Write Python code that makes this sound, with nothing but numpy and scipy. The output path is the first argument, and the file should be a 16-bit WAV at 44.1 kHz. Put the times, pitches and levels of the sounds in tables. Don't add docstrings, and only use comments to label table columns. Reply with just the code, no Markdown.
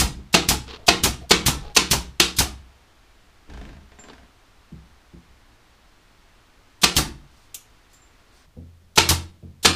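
import sys
import numpy as np
from scipy import signal
from scipy.fft import rfft, irfft
from scipy.io import wavfile

SR = 44100
rng = np.random.default_rng(int(sys.argv[2]) if len(sys.argv) > 2 else 0)


def store_wav(level_fs):
    pcm = np.round(np.clip(np.atleast_2d(level_fs), -1, 1) * 32767)
    wavfile.write(sys.argv[1], SR, pcm.T.astype(np.int16))


N = 429975
AGE = np.arange(32768) / SR
MOVE_S = 8.46
TOP_HZ = 15400

# [f/Hz, level/dB per Hz]
NEAR_AIR_SPECTRUM = [(12, -29), (20, 0), (64, -3), (76, -8.5), (108, -6.5), (132, -16), (223, -14.5),
                     (286, -14), (540, -19.5), (638, -18), (1170, -17.5), (4310, -25.5), (15000, -42)]
FAR_AIR_SPECTRUM = [(12, -29), (20, -10), (135, -18), (249, -27.5), (286, -31.5), (733, -35), (2930, -41),
                    (3270, -40.5), (15000, -53)]
NEAR_AIR_DB, FAR_AIR_DB = -54.5, -55
# [f/Hz, t60/s]
ROOM_T60 = [(60, 0.66), (150, 0.5), (400, .36), (1000, .33), (3000, 0.31), (6000, 0.27), (10000, .25),
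            (15000, 0.11)]
# [f/Hz, level/dB, t60/s]
NEAR_BOOM = [(42, -9.5, 0.55), (58.4, -4, .9), (65.2, -2.5, 1.6), (71.5, -6, 0.88), (121, -15.5, 0.67),
             (141, -6.5, .25), (200, -9.5, .5)]
FAR_BOOM = [(58.4, -18, .4), (84.8, 2.5, 0.83), (133, -4.5, 0.47), (175.7, -1, 0.34)]

# [t/s, air thump level/dB, valve opening time/s]
RELEASES = [(-.009, -13.5, .017), (.486, -15.5, 0.0074), (1.035, -15, 0.0079), (1.461, -14.5, 0.0082),
            (1.91, -17.5, .01), (2.385, -19, .023), (6.964, -14.5, .013), (9.088, -21.5, .003)]
# [f/Hz, level/dB per Hz]
VALVE_SPECTRUM = [(100, -8), (1500, -16), (2300, -12), (3200, 1), (6000, -1), (10000, -5.5), (15000, -11)]
EXHAUST_SPECTRUM = [(60, -6.5), (250, -9), (550, -21), (850, -8.5), (1800, -8), (2600, -1.5), (5500, 0.5),
                    (8000, -3), (11000, -6.5), (15000, -10.5)]
KNOCK_SPECTRUM = [(60, -7.5), (350, 3), (560, -4.5), (850, 1.5), (1600, -5.5), (3000, -13), (6000, -16.5),
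                  (15000, -29.5)]
PUFF_SPECTRUM = [(25, -10), (60, 0.5), (104, -9.5), (135, 1.5), (180, -5.5), (350, -10), (600, -28),
                 (2000, -51.5)]
EXHAUST_DB, KNOCK_DB, NEAR_DUMP_BOOM_DB, FAR_DUMP_BOOM_DB = -11, -18, -24, -18.5

# [t/s, level/dB, thud f/Hz, boom level/dB]
BUMPS = [(.175, -41.5, 198, -3), (4.717, -37.5, 163, -5.5), (5.13, -40, 169.4, -8), (8.565, -38.5, 245, 2),
         (9.426, -39.5, 222.8, 2), (9.511, -58.5, 214, 10.5)]

# [t/s, level/dB, give of the panel/dB, struck spot f/Hz, metallic ring f/Hz, valve opening time/s]
SHOTS = [(.340, -7, -0.5, 668, 2740, 0.014), (.880, -6.5, -0.5, 702.5, 2640, 0.016),
         (1.307, -6, -1.5, 456.2, 4283, 0.015), (1.763, -6.5, -4.5, 1040, 2690, 0.017),
         (2.199, -7, -6.5, 351.5, 3414, .004), (6.832, -7, -5.5, 1175, 3637, 0.018),
         (8.974, -6, -5, 881, 1346, .018), (9.647, -6, -6.5, 450, 1710, 0.02)]
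# [f/Hz, level/dB per Hz]
CRACK_SPECTRUM = [(40, -14.5), (110, -8), (200, -1), (430, -2), (550, -8), (760, -2.5), (1300, -2),
                  (1700, -5), (2200, -2), (2700, -0.5), (4500, -1), (7000, -6.5), (10000, -14.5),
                  (15000, -21.5)]
# [f/Hz, level/dB, t60/s]
PANEL_MODES = [(159.4, -17.5, 0.19), (179.5, -18, 0.66), (231.6, -22.5, 0.13), (247, -21.5, .2),
               (316, -18, 0.47), (346.4, -20, 0.53), (378, -18, 0.33), (473.6, -21, 0.45),
               (869.5, -22.5, .13)]
NAILER_MODES = [(1230, -20.5, 0.084), (1365, -21, 0.28), (2520, -16.5, .22), (2610, -20, 0.18),
                (3090, -23, 0.25), (3680, -19.5, .28), (4240, -19.5, .25), (4930, -22.5, 0.18),
                (5850, -25, 0.25), (7480, -26.5, .28)]
# [room level/dB, boom level/dB, extra treble tilt/dB per octave]
NEAR_SHOT = (-6.5, -27, 0)
FAR_SHOT = (-4.5, -20.5, -1.4)
CRACK_TILT_DB, TILT_PER_GIVE = -1.3, -0.37
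SPOT_DB, SPOT_PER_GIVE, SPOT_T60 = -4.5, 0.81, .14
METAL_DB, METAL_T60 = -7.5, .13
STROKE_SHARE = 0.58

# [t/s, length/s, level/dB, treble tilt/dB per octave, groan f/Hz, groan level/dB]
SLIDES = [(0.662, .11, -41, 0.5, 447, -5.5), (0.771, .075, -46, -4.5, 686, -6),
          (1.203, 0.037, -39, -5, 710, -0.5), (1.609, .11, -42, -4, 844, -5.5),
          (3.466, 0.27, -48.5, -6.5, 264, -3), (4.072, .04, -46, -2, 420, -7)]
# [f/Hz, level/dB per Hz]
SCRAPE_SPECTRUM = [(100, -4), (300, -7.5), (450, 4.5), (600, -4), (900, 4), (2000, -3.5), (3000, 1),
                   (4300, 0.5), (6000, -12), (8000, -24.5), (15000, -41)]

# [first slap t/s, length/s, time between slaps/s, level/dB, panel boom level/dB]
CHATTERS = [(3.497, 0.32, .0387, -41.5, -36.5), (3.919, 0.035, .05, -46, -49),
            (3.986, .27, .0485, -42, -51.5)]
# [f/Hz, level/dB per Hz]
SLAP_SPECTRUM = [(60, -9), (250, 9.5), (450, -6.5), (680, 0.5), (1100, -9), (1600, -7.5), (3500, -14),
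                 (7000, -24.5), (15000, -48)]
# [f/Hz, level/dB, t60/s]
RULE_MODES = [(418, -10.5, 0.32), (687, -15, 0.28), (1022, -11.5, 0.14), (1580, -4, 0.065),
              (1760, -8, 0.083), (1920, -22, 0.089)]
CHATTER_PEAK = 0.29
CHATTER_SAG_DB, CHATTER_JITTER_S = 15, .001
CHATTER_TILT_DB, CHATTER_DULL_DB = 1.5, 1

# [t/s, level/dB]
PINGS = [(3.99, -46.5), (7.936, -57), (8.015, -57)]
# [t/s, length/s, level/dB]
RUSTLES = [(7.28, .25, -64.5), (7.89, .11, -60.5), (8.3, .16, -61.5)]
# [f/Hz, level/dB per Hz]
CLOTH_SPECTRUM = [(300, -20), (2000, -12), (4500, 2), (6500, -3), (8700, -4), (11000, -14), (15000, -14)]
# [t/s, level/dB]
CLICKS = [(7.543, -25.5), (7.931, -52)]
# [f/Hz, level/dB per Hz]
CATCH_SPECTRUM = [(200, -12), (1800, -23), (3000, -3), (4500, -9.5), (7000, 1), (9000, -6), (12000, -5),
                  (15000, -10)]


def amp(db):
    return 10 ** (np.asarray(db) / 20)


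def lookup(points, hz):
    f, value = np.transpose(points)
    return np.interp(np.log(np.maximum(hz, 1)), np.log(f), value)


def fade(t60):
    return np.exp(-np.log(1000) * AGE / max(t60, 1e-3))


def swell(rise):
    return 1 - np.exp(-(AGE / max(rise, 1e-4)) ** 2)


def add(out, s, sound):
    i = int(s * SR)
    sound = sound[max(-i, 0):N - i]
    start = max(i, 0)
    out[start:start + len(sound)] += sound


def colour(x, spectrum, tilt_db=0, size=4096):
    hz = np.maximum(np.arange(size // 2 + 1) * SR / size, 20)
    level_db = lookup(spectrum, hz) + tilt_db * np.log2(hz)
    cepstrum = irfft(np.log(amp(level_db)))
    cepstrum[1:size // 2] *= 2
    cepstrum[size // 2 + 1:] = 0
    response = irfft(np.exp(rfft(cepstrum)))
    return signal.fftconvolve(x, response / np.linalg.norm(response))[:len(x)]


def grit(grain_s, spread_db):
    knots = np.arange(len(AGE))
    level_db = spread_db * np.interp(AGE / grain_s, knots, rng.standard_normal(len(AGE)))
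    x = rng.standard_normal(len(AGE)) * amp(level_db)
    return x / x.std()


def ring(modes, detune=0.0074):
    out = np.zeros(len(AGE))
    for hz, db, t60 in modes:
        shift, phase = rng.standard_normal(2)
        out += amp(db) * fade(t60) * np.sin(2 * np.pi * (hz * (1 + detune * shift) * AGE + phase))
    return out


def room(noise, ripple_hz=35, ripple_db=4):
    spectrum = rfft(noise)
    hz = np.arange(len(spectrum)) * SR / len(noise)
    ripple = amp(ripple_db * np.interp(hz / ripple_hz, np.arange(len(hz)), rng.standard_normal(len(hz))))
    spectrum = spectrum * ripple / np.sqrt(np.mean(ripple ** 2))
    centres = np.transpose(ROOM_T60)[0]
    tail = np.zeros(len(noise))
    for share, (_, t60) in zip(np.eye(len(centres)), ROOM_T60):
        band = irfft(spectrum * lookup(np.c_[centres, share], hz))
        tail += band * fade(t60)
    return swell(0.011) * tail


def burst(spectrum, rise, t60, room_db, tilt_db=0):
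    direct = grit(.0007, 1.1) * swell(rise) * fade(t60)
    tail = amp(room_db) * room(grit(0.0011, 0.69))
    return colour(direct + tail, spectrum, tilt_db)


def boom(s):
    return ring(NEAR_BOOM if s < MOVE_S else FAR_BOOM) * swell(0.012)


def air():
    near = amp(NEAR_AIR_DB) * colour(rng.standard_normal(N), NEAR_AIR_SPECTRUM)
    far = amp(FAR_AIR_DB) * colour(rng.standard_normal(N), FAR_AIR_SPECTRUM)
    return np.where(np.arange(N) / SR < MOVE_S, near, far)


def valve(out, s, lead, db):
    gate = np.minimum(AGE / 0.0073, 1) * (AGE < lead + .003)
    hiss = colour(grit(0.00073, 0.92) * gate, VALVE_SPECTRUM)
    add(out, s - lead, amp(db) * hiss)


def surge(hz=68, echo_s=.033, echo_db=-4):
    wave = np.cos(2 * np.pi * hz * AGE) * swell(.001) * fade(.065)
    return wave + amp(echo_db) * np.interp(AGE - echo_s, AGE, wave, left=0)


def releases(return_s=.02):
    out = np.zeros(N)
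    for s, thump_db, lead in RELEASES:
        boom_db = NEAR_DUMP_BOOM_DB if s < MOVE_S else FAR_DUMP_BOOM_DB
        valve(out, s, lead, db=-31.5)
        add(out, s, amp(EXHAUST_DB) * burst(EXHAUST_SPECTRUM, rise=0.0017, t60=0.15, room_db=-6))
        puff = burst(PUFF_SPECTRUM, rise=0.0015, t60=0.051, room_db=-5.0)
        thump = amp(2.0) * surge() + amp(-2.5) * puff
        add(out, s, amp(thump_db) * thump + amp(boom_db) * boom(s) * fade(1.0))
        knock = burst(KNOCK_SPECTRUM, rise=0.00049, t60=0.11, room_db=-8.5)
        stop = knock + amp(-1.5) * ring(NAILER_MODES)
        add(out, s + return_s, amp(KNOCK_DB) * stop)
    return out


def bumps():
    out = np.zeros(N)
    for s, db, hz, boom_db in BUMPS:
        spectrum = [(hz / 4, -8), (hz / 2, -3), (hz, 0), (hz * 1.4, -3),
                    (hz * 3.4, -20), (hz * 4, -32), (hz * 10, -55)]
        note = ring([(hz, 3, .28), (2 * hz, -1, .14)]) * swell(0.012)
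        thud = amp(-2.0) * burst(spectrum, rise=0.0019, t60=0.2, room_db=-4.5) + note
        add(out, s, amp(db) * (thud + amp(boom_db) * boom(s)))
    return out


def driver(impact_s, impact_width_s=.0052, contact_db=-9, echo_t60=0.078):
    impact = np.exp(-((AGE - impact_s) / impact_width_s) ** 2)
    return swell(.0008) * (amp(-1.54) * impact + amp(contact_db) * fade(echo_t60))


def shots(alike=0.56, partial_db=-25, partial_t60=0.24, count=24):
    out = np.zeros(N)
    near_paths, far_paths = grit(0.00041, 2), grit(.0008, 2.7)
    for s, db, give_db, spot_hz, metal_hz, lead in SHOTS:
        room_db, boom_db, distance_tilt_db = NEAR_SHOT if s < MOVE_S else FAR_SHOT
        tilt_db = CRACK_TILT_DB + TILT_PER_GIVE * give_db + distance_tilt_db
        valve(out, s, lead, db=-29.0)
        near = np.sqrt(alike) * near_paths + np.sqrt(1 - alike) * grit(0.00063, 1.5)
        far = np.sqrt(alike) * far_paths + np.sqrt(1 - alike) * grit(0.00063, 1.5)
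        blow = near * driver(STROKE_SHARE * lead)
        crack = colour(blow + amp(room_db) * room(far), CRACK_SPECTRUM, tilt_db)
        partials = [(hz, partial_db, partial_t60) for hz in rng.triangular(1000, 3000, 9000, count)]
        metal = ring(NAILER_MODES + partials + [(metal_hz, METAL_DB, METAL_T60)], detune=.005)
        spot = ring([(spot_hz, SPOT_DB + SPOT_PER_GIVE * give_db, SPOT_T60)], detune=0.0018)
        wood = amp(give_db) * ring(PANEL_MODES, detune=0.0091) + spot
        add(out, s, amp(db) * (crack + (metal + wood) * swell(.003) + amp(boom_db) * boom(s)))
    return out


def slides():
    out = np.zeros(N)
    for s, length, db, tilt_db, hz, groan_db in SLIDES:
        pressure = swell(0.016) / (1 + np.exp(np.minimum((AGE - length) / .008, 50)))
        slips = grit(0.003, 3.5) * pressure
        board = ring([(hz, 0, .045)])
        groan = signal.fftconvolve(slips, board / np.linalg.norm(board))[:len(AGE)]
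        scrape = colour(slips, SCRAPE_SPECTRUM, tilt_db)
        add(out, s, amp(db) * (scrape + amp(groan_db) * groan))
    return out


def chatter_slaps(boom_sag_db=6):
    slaps = []
    for start, length, interval, db, boom_db in CHATTERS:
        for age in np.arange(0, length, interval):
            spent = age / length
            sag = ((spent - CHATTER_PEAK) / (1 - CHATTER_PEAK)) ** 2
            s = start + age + CHATTER_JITTER_S * rng.standard_normal()
            tilt_db = CHATTER_TILT_DB - CHATTER_DULL_DB * spent
            slaps.append((s, db - CHATTER_SAG_DB * sag, boom_db - boom_sag_db * sag, tilt_db))
    return slaps


def chatter():
    out = np.zeros(N)
    flex = amp(2.0) * np.cos(2 * np.pi * 57 * (AGE - .004)) * swell(0.0029) * fade(.13)
    for s, db, boom_db, tilt_db in chatter_slaps():
        contact = burst(SLAP_SPECTRUM, rise=0.00079, t60=0.043, room_db=-7.5, tilt_db=tilt_db)
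        slap = amp(3.5) * contact + ring(RULE_MODES) * swell(0.0015)
        add(out, s, amp(db) * slap + amp(boom_db) * (boom(s) * fade(0.99) + flex))
    return out


def pings():
    out = np.zeros(N)
    for s, db in PINGS:
        steel = ring([(7310, 5.5, 0.26), (7500, -8.0, .2)], detune=0.0011)
        add(out, s, amp(db) * steel * swell(0.0034))
    return out


def rustles():
    out = np.zeros(N)
    for s, length, db in RUSTLES:
        speed = np.sin(np.pi * np.minimum(AGE / length, 1))
        add(out, s, amp(db) * colour(grit(.006, 2) * speed, CLOTH_SPECTRUM))
    return out


def clicks():
    out = np.zeros(N)
    for s, db in CLICKS:
        catch = burst(CATCH_SPECTRUM, rise=0.0015, t60=0.072, room_db=-12.0)
        add(out, s, amp(db) * (catch + ring([(6860, -21, 0.2), (12300, -23, 0.25)])))
    return out


def scene():
    tool = releases() + shots()
    touches = bumps() + slides() + chatter() + pings() + rustles() + clicks()
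    return (air() + tool + touches)[None]


def record(dry, ceiling=0.99):
    rounded = dry / (1 + (dry / ceiling) ** 6) ** (1 / 6)
    lowpass = signal.ellip(10, .2, 70, TOP_HZ, fs=SR, output="sos")
    return signal.sosfilt(lowpass, rounded)


dry = scene()
out = record(dry)
store_wav(out)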